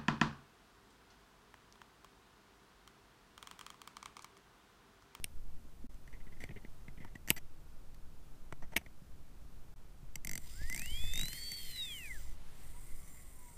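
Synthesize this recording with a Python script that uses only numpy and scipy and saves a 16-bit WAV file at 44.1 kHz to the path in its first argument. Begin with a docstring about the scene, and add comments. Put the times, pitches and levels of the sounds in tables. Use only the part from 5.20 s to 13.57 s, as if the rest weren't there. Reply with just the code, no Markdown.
"""The wheel train of a bare watch movement, wound in three runs of ratchet clicks, spins up, coasts to a
stop and turns slowly backwards. Its teeth whine at their meshing rate and its pivots whirr by friction.
Before the winding, a tool scrapes at the stem and a lever snaps: each impact excites the damped modes
of steel parts, plate, case and holder. The fingers hold it close to a microphone in a quiet, dry room."""
import sys
import numpy as np
from scipy import signal
from scipy.fft import rfft, irfft, next_fast_len
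from scipy.io import wavfile
from scipy.ndimage import uniform_filter1d

SR = 44100
rng = np.random.default_rng(int(sys.argv[2]) if len(sys.argv) > 2 else 0)


def master(y):
    """Save y as 16-bit WAV."""
    cut = np.clip(np.atleast_2d(y).T, -1, 1)
    pcm = np.round(cut * 32767)  # scale
    wavfile.write(sys.argv[1], SR, pcm.astype(np.int16))


N = 369116
TIME = np.arange(N) / SR
HIT_TIME = np.arange(SR // 9) / SR
RELEASE_S, REVERSAL_S = 5.13, 7.18  # the train starts to move; it stops and turns round


# resonances that the whine sweeps through: pitch_hz, width_hz, level_db
SOUNDBOARD_MODES = [(976, 62, -66), (1730, 220, -55), (2040, 150, -43.5), (2440, 640, -51),
                    (3240, 810, -47.5), (3794, 330, -40.5), (4525, 170, -46.5)]
def whine(rate_hz, flutter=0.00017, throb_db=1.0):
    """Forced vibration: the meshing tone swells at each resonance. Returns the tone and its phase."""
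    phase = 2 * np.pi * np.cumsum(rate_hz * (1 + flutter * walk(120))) / SR
    power = sum((undb(db) / (1 + ((rate_hz / hz - hz / rate_hz) * hz / width) ** 2)) ** 2
                for hz, width, db in SOUNDBOARD_MODES)
    return np.sqrt(2 * power) * np.sin(phase) * undb(throb_db * walk(70)), phase


# the train driven up to speed: time_s, tooth_rate_hz
SPIN_UP_RATES = [(5.31, 1244), (5.372, 1544), (5.45, 1820), (5.546, 2095), (5.7, 3034), (5.82, 3463),
                 (5.942, 3586), (6.19, 4447), (6.29, 4518)]
# the train running backwards: time_s, tooth_rate_hz
BACKWARD_RATES = [(7.46, 830), (7.7, 1142), (7.9, 1155), (8.37, 922)]
def tooth_rate(inertia_s=0.054):
    """Inertia smooths the speed: the train is driven up, slows as the spring runs out, is drawn back."""
    top_s, top_hz = SPIN_UP_RATES[-1]
    rising = curve([(RELEASE_S, 0), *SPIN_UP_RATES])
    coasting = top_hz * np.cos(np.pi / 2 * (TIME - top_s) / (REVERSAL_S - top_s))
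    backward = curve([(REVERSAL_S, 0), *BACKWARD_RATES])
    rate_hz = np.select([TIME < top_s, TIME < REVERSAL_S], [rising, coasting], backward)
    return np.maximum(smooth(rate_hz, inertia_s), 1)


# mesh harmonics, with sidebands from the turning pinion: tooth_rate_multiple, relative_db
MESH_PARTIALS = [(2, -4), (2.146, 3), (2.29, -3), (2.44, -5), (3, 1), (3.146, -9), (3.29, -7), (3.44, -7),
                 (3.58, -8), (4, -6), (4.44, -9), (5, -5)]
def wheels(phase, gear_ratio=8 / 11, second_db=-55.5, overtone_db=-63, direct_db=-6):
    """Gear mesh: a second wheel pair sings lower; overtones flash as they cross the steel's modes."""
    second = band(band(np.sin(gear_ratio * phase), 1570, 8000), 1570, 8000)
    second *= undb(second_db + 1.6 * walk(20))
    overtones = sum(undb(db) * np.sin(k * phase) * (k * np.gradient(phase) < np.pi)  # below Nyquist
                    for k, db in MESH_PARTIALS)
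    flashes = sum(resonate(resonate(overtones, hz, width), hz, width)
                  for hz, width in [(7400, 390), (9400, 630), (12900, 1300)])
    direct = undb(direct_db) * band(overtones, 7700, 17000)
    treble = (flashes + direct) * undb(overtone_db + 2.7 * walk(30))
    return (second + treble) * during(5.55, 6.92, 0.12)


# bearing resonances, at relative levels: pitch_hz, width_hz, forward_db, backward_db
BEARING_MODES = [(2037, 330, 2, -3.5), (3400, 2700, 0, -10), (4970, 600, -4, -13), (6000, 750, -3, -9.5),
                 (6740, 170, -9, -12), (7370, 340, 1, -2), (8330, 1100, 1.5, 0.5), (9380, 420, -1.5, 0.5),
                 (10930, 850, -5.5, -7), (11500, 510, -11, -16), (12500, 770, -1.5, -3),
                 (13300, 350, -9, -10), (14000, 420, -5, -6), (14820, 300, -18.5, -21),
                 (15200, 460, -7, -7)]
def whirr(rate_hz, forward_db=-53.0, backward_db=-54.5, db_per_octave=4, rasp_db=-65.5, rasp_hz=4900):
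    """Friction noise: pivots rub in their jewels, louder with speed, and rasp while speeding up."""
    rubs = rng.standard_normal((len(BEARING_MODES), N))
    voices = np.array([unit(resonate(resonate(rub, hz, width), hz, width)) * undb(2.1 * walk(14))
                       for rub, (hz, width, _, _) in zip(rubs, BEARING_MODES)])
    forward, backward = (unit(undb(db) @ voices) for db in np.transpose(BEARING_MODES)[2:])
    forward *= undb(forward_db) * during(RELEASE_S, REVERSAL_S - .03, 0.04)
    backward *= undb(backward_db) * during(REVERSAL_S + 0.16, np.inf, 0.26)
    rasp = unit(resonate(resonate(rng.standard_normal(N), rasp_hz, 650), rasp_hz, 810))
    rasp *= undb(rasp_db) * during(5.27, 6.0, 0.13)
    speed_gain = undb(db_per_octave * np.log2(rate_hz / rate_hz.max()))
    flicker = undb(1.67 * walk(300))
    return ((forward + backward) * speed_gain + rasp) * flicker


# modes of the pawl, small steel parts, case and holder: pitch_hz, width_hz, relative_db
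PAWL_MODES = [(2070, 130, 5), (2570, 880, -2), (3700, 250, -14)]
STEEL_MODES = [(4720, 140, -11.5), (5760, 300, -5), (6190, 360, -3), (7240, 200, -6.5), (7550, 110, -8),
               (8050, 800, -0.5), (11100, 300, -8), (11480, 790, -7), (11840, 400, -7), (15100, 280, -13.5)]
CASE_MODES = [(616, 150, -5.5), (707, 86, 1.5), (889, 80, 1.5), (1330, 180, -8.5)]
HOLDER_MODES = [(89, 42, 1.5), (136.1, 50, 3.5), (192, 65, -3.5), (318.7, 80, -11)]
def ratchet(drop_s=0.0014, jolt_s=0.0077, bounce_s=0.0019, bounce_db=-11, steel_tilt_db=-4.0):
    """Impact and rebound: at each tooth the pawl drops, jolts case and holder, and bounces once."""
    out = np.zeros(N)
    for start, db in pawl_drops():
        push = band(contact(drop_s), 1400, 20000)
        jolt = band(contact(jolt_s), 89, 820)
        steel = undb(-1) * ring(push, STEEL_MODES, steel_tilt_db, detune=.004)
        pawl = undb(-3) * ring(push, PAWL_MODES)
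        holder = undb(-7) * ring(band(jolt, 90, 247), HOLDER_MODES, tilt_db=5)
        case = undb(-19) * ring(jolt, CASE_MODES)
        add(out, start, undb(db) * (steel + pawl + holder + case))
        bounce = ring(band(contact(drop_s), 2100, 17000), STEEL_MODES, steel_tilt_db, detune=0.0034)
        add(out, start + bounce_s, undb(db + bounce_db) * bounce)
    return out


# winding strokes: start_s, tooth_count, shortest_gap_s, fastest_tooth, slowing_s_per_tooth2, drive_db
WINDING_STROKES = [(5.0481, 7, 0.02, 2.74, 0.00051, -45), (5.499, 7, 0.015, 2.76, 0.0016, -45),
                   (5.936, 8, .0183, 2.1, .00056, -44.5)]
# the pawl slips over a single tooth: start_s, drive_db
SINGLE_TEETH = [(4.9563, -44), (5.659, -47), (6.1307, -46.5), (6.3178, -45)]
def pawl_drops(scatter_db=1.35):
    """Click rate follows turning speed: a stroke quickens, then slows as the fingers run out of travel."""
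    drops = list(SINGLE_TEETH)
    for start, count, shortest_gap, fastest, slowing, db in WINDING_STROKES:
        gaps = shortest_gap + slowing * (np.arange(round(count) - 1) - fastest) ** 2
        delays = np.append(0, np.cumsum(gaps))
        drops += [(start + delay, db + scatter_db * rng.standard_normal()) for delay in delays]
    return drops


# lever snaps and rattles, levels before each part's trim:
# start_s, contact_s, holder_db, case_db, plate_db, steel_db, tilt_db_per_octave
LEVER_SNAPS = [(0.0425, 0.00075, -50.5, -63, -42.5, -36.5, -0.5),
               (2.1036, 0.0017, -31.5, -48.5, -27, -24.5, 3), (2.1098, 0.0018, -42.5, -43.5, -47, -45, -13),
               (3.565, 0.0011, -51.5, -47, -28.5, -37, 6), (3.5678, 0.0076, -41.5, -47.5, -35.5, -36.5, 1),
               (3.5765, 0.003, -47.5, -58, -43, -53, 1.0)]
# modes of plate and steel under the lever: pitch_hz, width_hz, relative_db
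LEVER_PLATE_MODES = [(1970, 150, -11), (2263, 184, 8), (2400, 300, 1.5), (2640, 250, 0.5), (2970, 104, -15)]
LEVER_STEEL_MODES = [(4010, 160, -14), (4920, 330, -10), (5760, 410, -3.5), (6500, 420, -5),
                     (7840, 170, -7.5), (8760, 520, -3), (9100, 240, -6.5), (9800, 300, -5.5),
                     (11140, 500, -8.5), (12100, 290, -6), (13440, 650, -6.5), (15500, 400, -6)]
def lever():
    """Impulsive excitation: the snapping lever sets the whole movement ringing."""
    return impacts(LEVER_SNAPS, LEVER_PLATE_MODES, LEVER_STEEL_MODES,
                   steel_trim_db=-1.0, plate_top_hz=3240, detune=0.016)


def spring(start_s=2.12, end_s=2.165, pitch_hz=12345, level_db=-52, t60_s=0.36):
    """Free vibration: a tiny spring sings after the hardest snap until the tool touches it again."""
    decay = undb(level_db - 60 * np.maximum(TIME - start_s, 0) / t60_s)
    return np.sin(2 * np.pi * pitch_hz * TIME) * decay * during(start_s, end_s, 0.0072)


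# taps and scrapes: start_s, contact_s, drive_db, hardness (0 = dull push on the stem, 1 = tip on steel)
TOOL_TOUCHES = [(0.7435, .0027, -77, 0.97), (0.875, 0.0045, -59.5, 0.48), (0.927, .028, -55, .35),
                (1.202, 0.05, -49, 0.52), (1.2376, 0.005, -45.5, 0.42), (1.29, 0.0038, -54.5, 0.084),
                (1.307, 0.0095, -56, .05), (1.36, 0.022, -52.5, .05), (1.448, .0024, -54.5, .05),
                (1.681, 0.0049, -53, 0.059), (1.802, 0.05, -53, 0.058), (1.953, 0.0055, -49.5, 0.32),
                (2.076, 0.0017, -52.5, 0.77), (2.085, 0.0012, -47.5, 0.71), (2.09, .02, -53, .95),
                (2.163, 0.013, -48, .7), (2.177, 0.0076, -52, 0.79), (2.745, .0031, -74, 1.0),
                (3.562, 0.0037, -39.5, 0.37), (3.661, 0.0053, -55.5, .3)]
# the tool rubs along the stem: start_s, end_s, drive_db
STEM_RUBS = [(1.0, 1.16, -62), (1.269, 1.4, -68), (1.769, 1.87, -64.5)]
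# coupling of a touch to holder, case, plate and steel, one row each: dull_db, hard_db
TOUCH_COUPLING = [(8, -8.5), (-16, -5), (-1, 1.5), (-24, 9.5)]
# the case shifts in its holder with a hollow knock: start_s, contact_s, drive_db
CASE_KNOCKS = [(1.847, 0.0049, -53.5), (3.324, .004, -46.5), (3.422, 0.02, -53), (3.52, 0.012, -57),
               (3.533, 0.0067, -54), (3.613, .005, -61.5)]
# coupling of a knock to each part: holder_db, case_db, plate_db, steel_db
KNOCK_COUPLING = [3.5, 0, -5, -11.5]
# modes of the plate: pitch_hz, width_hz, relative_db
PLATE_MODES = [(1927, 89, 1), (2020, 71, 3.5), (2220, 140, -5.5), (2900, 185, -12)]
def tool(tilt_db=-5, knock_tilt_db=-7, slips_per_s=23, slip_s=0.015, slip_hardness=0.17, spread_db=3.0):
    """Impact and stick-slip: harder touches give more steel and less thud; the case also knocks."""
    slips = [(start + rng.random() / slips_per_s, slip_s,
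              db + spread_db * rng.standard_normal(), slip_hardness)
             for first, last, db in STEM_RUBS for start in np.arange(first, last, 1 / slips_per_s)]
    dull, hard = np.transpose(TOUCH_COUPLING)
    taps = [(start, length, *(db + dull + hardness * (hard - dull)), tilt_db)
            for start, length, db, hardness in TOOL_TOUCHES + slips]
    knocks = [(start, length, *(db + np.array(KNOCK_COUPLING)), knock_tilt_db)
              for start, length, db in CASE_KNOCKS]
    return impacts(taps + knocks, PLATE_MODES, STEEL_MODES,
                   steel_trim_db=-3.0, plate_top_hz=3600, detune=.022)


def impacts(hits, plate_modes, steel_modes, steel_trim_db, plate_top_hz, detune):
    """Modal response: each part takes up the band of an impact that suits its size."""
    out = np.zeros(N)
    trims_db = [-1.5, -1.5, -1, steel_trim_db]
    for start, length, *levels_db, tilt_db in hits:
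        push = contact(length)
        holder = ring(band(push, 55, 453), HOLDER_MODES)
        case = ring(band(push, 550, 1600), CASE_MODES)
        plate = ring(band(push, 1500, plate_top_hz), plate_modes, detune=detune)
        steel = ring(band(push, 2995, 16000), steel_modes, tilt_db)
        gains = undb(np.array(levels_db) + trims_db)
        add(out, start, gains @ np.array([holder, case, plate, steel]))
    return out


def contact(length_s, grit=0.5, fall=1.08):
    """Rough contact: metal meets metal in uneven micro-impacts that die away as the parts settle."""
    force, size = rng.standard_normal((2, len(HIT_TIME)))
    return force * np.exp(grit * size) * np.exp(-fall * (HIT_TIME / length_s) ** 2)


def ring(push, modes, tilt_db=0, scatter_db=4.5, detune=.015, window_s=.01):
    """Modal superposition: each impact rings with a slightly different, random pitch and colour."""
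    level_draws, pitch_draws = rng.standard_normal((2, len(modes)))
    ringing = np.zeros(len(push))
    for (hz, width, db), louder, sharper in zip(modes, level_draws, pitch_draws):
        gain = undb(db + scatter_db * louder + tilt_db * np.log2(hz / modes[0][0]))
        ringing += gain * unit(resonate(push, hz * (1 + detune * sharper), width))
    return ringing * np.sqrt(window_s * SR / np.sum(ringing ** 2))  # energy of unit rms over window_s


# changes of grip, against the resting tremor: centre_s, half_width_s, gain_db
GRIP_CHANGES = [(0.18, 0.25, 7.5), (1.09, 0.2, 4), (1.849, .2, 3), (3.598, 0.043, -4), (5.087, 0.34, 6.5),
                (5.446, 0.11, 12.5), (5.858, 0.22, 15.5), (7.018, 0.16, 7), (7.546, 0.32, 4)]
# fingers bump the holder: start_s, pitch_hz, width_hz, level_db
FINGER_BUMPS = [(.452, 230, 120, -59), (0.642, 247, 35, -47.5), (1.24, 100, 40, -44.5),
                (1.3, 90, 40, -44.5), (3.82, 138, 60, -52), (4.831, 139, 70, -52), (5.416, 100, 110, -46),
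                (5.42, 700, 350, -62), (5.716, 130, 120, -50), (5.84, 750, 300, -56),
                (5.838, 90.6, 121, -51), (6.031, 166, 44.6, -46), (6.133, 150, 60, -51)]
def hand(sway_db=-45, rumble_db=-58, wander_db=1.0):
    """Structure-borne sound: the hand sways and trembles, more as it grips, and bumps the holder."""
    effort_db = sum(db * np.exp(-((TIME - centre) / width) ** 2) for centre, width, db in GRIP_CHANGES)
    effort_db += wander_db * walk(8.4)
    sway = noise([(1, -16.0), (4.5, -0.5), (15, -8), (24, -24.0), (60, -77)])
    rumble = noise([(12, -26), (25, 0.5), (50, -1), (90, -12.5), (180, -30.5), (600, -63.5), (2000, -100)])
    out = (sway * undb(sway_db) + rumble * undb(rumble_db)) * undb(effort_db)
    soft_push = HIT_TIME * np.exp(-HIT_TIME / 0.00063)
    for start, hz, width, db in FINGER_BUMPS:
        add(out, start, undb(db) * ring(soft_push, [(hz, width, 0)]))
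    return out


def bench(direct, level_db=-25, t60_s=0.095):
    """Early reflections: the workbench adds a faint, short tail to the direct sound."""
    tail = rng.standard_normal(len(HIT_TIME)) * undb(-60 * HIT_TIME / t60_s) * (HIT_TIME > .003)
    return direct + undb(level_db) * signal.fftconvolve(direct, tail / np.sqrt(np.sum(tail ** 2)))[:N]


# spectrum of still room air and microphone hiss: frequency_hz, relative_density_db
AIR_SPECTRUM = [(47, -28.5), (80, 0.5), (95, -12), (130, -0.5), (193, -8), (466, -16), (498, -17.5),
                (1370, -22), (1870, -27), (3540, -30), (15500, -35.5)]
def air(level_db=-62.5, wander_db=.5, swell_db=-66):
    """Broadband noise floor of room and microphone; a soft hiss swells while the train turns round."""
    still = noise(AIR_SPECTRUM) * undb(level_db + wander_db * walk(3.2))
    hiss = noise([(200, -1), (1200, 3), (3500, -0.5), (7000, -7.5), (11000, -5.5), (15000, -21)])
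    return still + undb(swell_db) * hiss * during(7.09, 7.59, 0.38)


def undb(db):
    """Decibels to amplitude gain."""
    return np.exp(np.asarray(db) * np.log(10) / 20)


def unit(x):
    """Normalisation to an rms of one."""
    return x / np.sqrt(np.mean(x ** 2) + 1e-30)


def smooth(x, seconds):
    """Moving average."""
    return uniform_filter1d(x, max(int(seconds * SR), 1), mode="nearest")


def curve(points):
    """Linear interpolation of (time_s, value) points."""
    return np.interp(TIME, *np.transpose(points))


def during(start_s, end_s, fade_s):
    """Time window with soft edges."""
    return smooth(1. * ((TIME > start_s) & (TIME < end_s)), fade_s)


def noise(points):
    """Spectral shaping: noise of unit rms that follows (frequency_hz, relative_db) points."""
    hz, db = np.transpose(points)
    size = next_fast_len(N)
    bins_hz = np.arange(size // 2 + 1) * SR / size
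    gain = undb(np.interp(np.log(bins_hz + 1e-9), np.log(hz), db))
    return unit(irfft(rfft(rng.standard_normal(size)) * gain, size)[:N])


def walk(steps_per_s):
    """Random modulation: a continuous wander of unit rms."""
    steps = rng.standard_normal(int(TIME[-1] * steps_per_s) + 2)
    return unit(np.interp(TIME * steps_per_s, np.arange(len(steps)), steps))


def resonate(x, hz, width_hz):
    """One damped resonance."""
    return signal.lfilter(*signal.iirpeak(min(hz, .45 * SR), hz / width_hz, fs=SR), x + 1e-18)


def band(x, low_hz, high_hz):
    """Band-pass filter."""
    sections = signal.butter(3, [low_hz, min(high_hz, .45 * SR)], "band", fs=SR, output="sos")
    return signal.sosfilt(sections, x + 1e-18)


def add(track, start_s, sound):
    """Superposition of a sound on a track."""
    i = int(start_s * SR)
    track[i:i + len(sound)] += sound[:N - i]


def scene():
    """Superposition of wheel train, ratchet, lever and tool above the hand's rumble and the room."""
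    handling = lever() + tool()
    rate_hz = tooth_rate()
    tone, phase = whine(rate_hz)
    train = tone + wheels(phase) + whirr(rate_hz)
    return (train + bench(ratchet() + handling) + spring() + hand() + air())[None]


# brief dips in level: start_s, end_s
LEVEL_DIPS = [(0.67, .693), (4.542, 4.56)]
def record(dry, dip_db=-24, cutoff_hz=15450):
    """Attenuation: the level dips twice, briefly, and a steep low-pass filter cuts the top."""
    dips = sum(during(start, end, 0.0025) for start, end in LEVEL_DIPS)
    low_pass = signal.ellip(10, .2, 70, cutoff_hz, fs=SR, output="sos")
    return signal.sosfilt(low_pass, dry * undb(dip_db * dips))


dry = scene()
out = record(dry)
master(out)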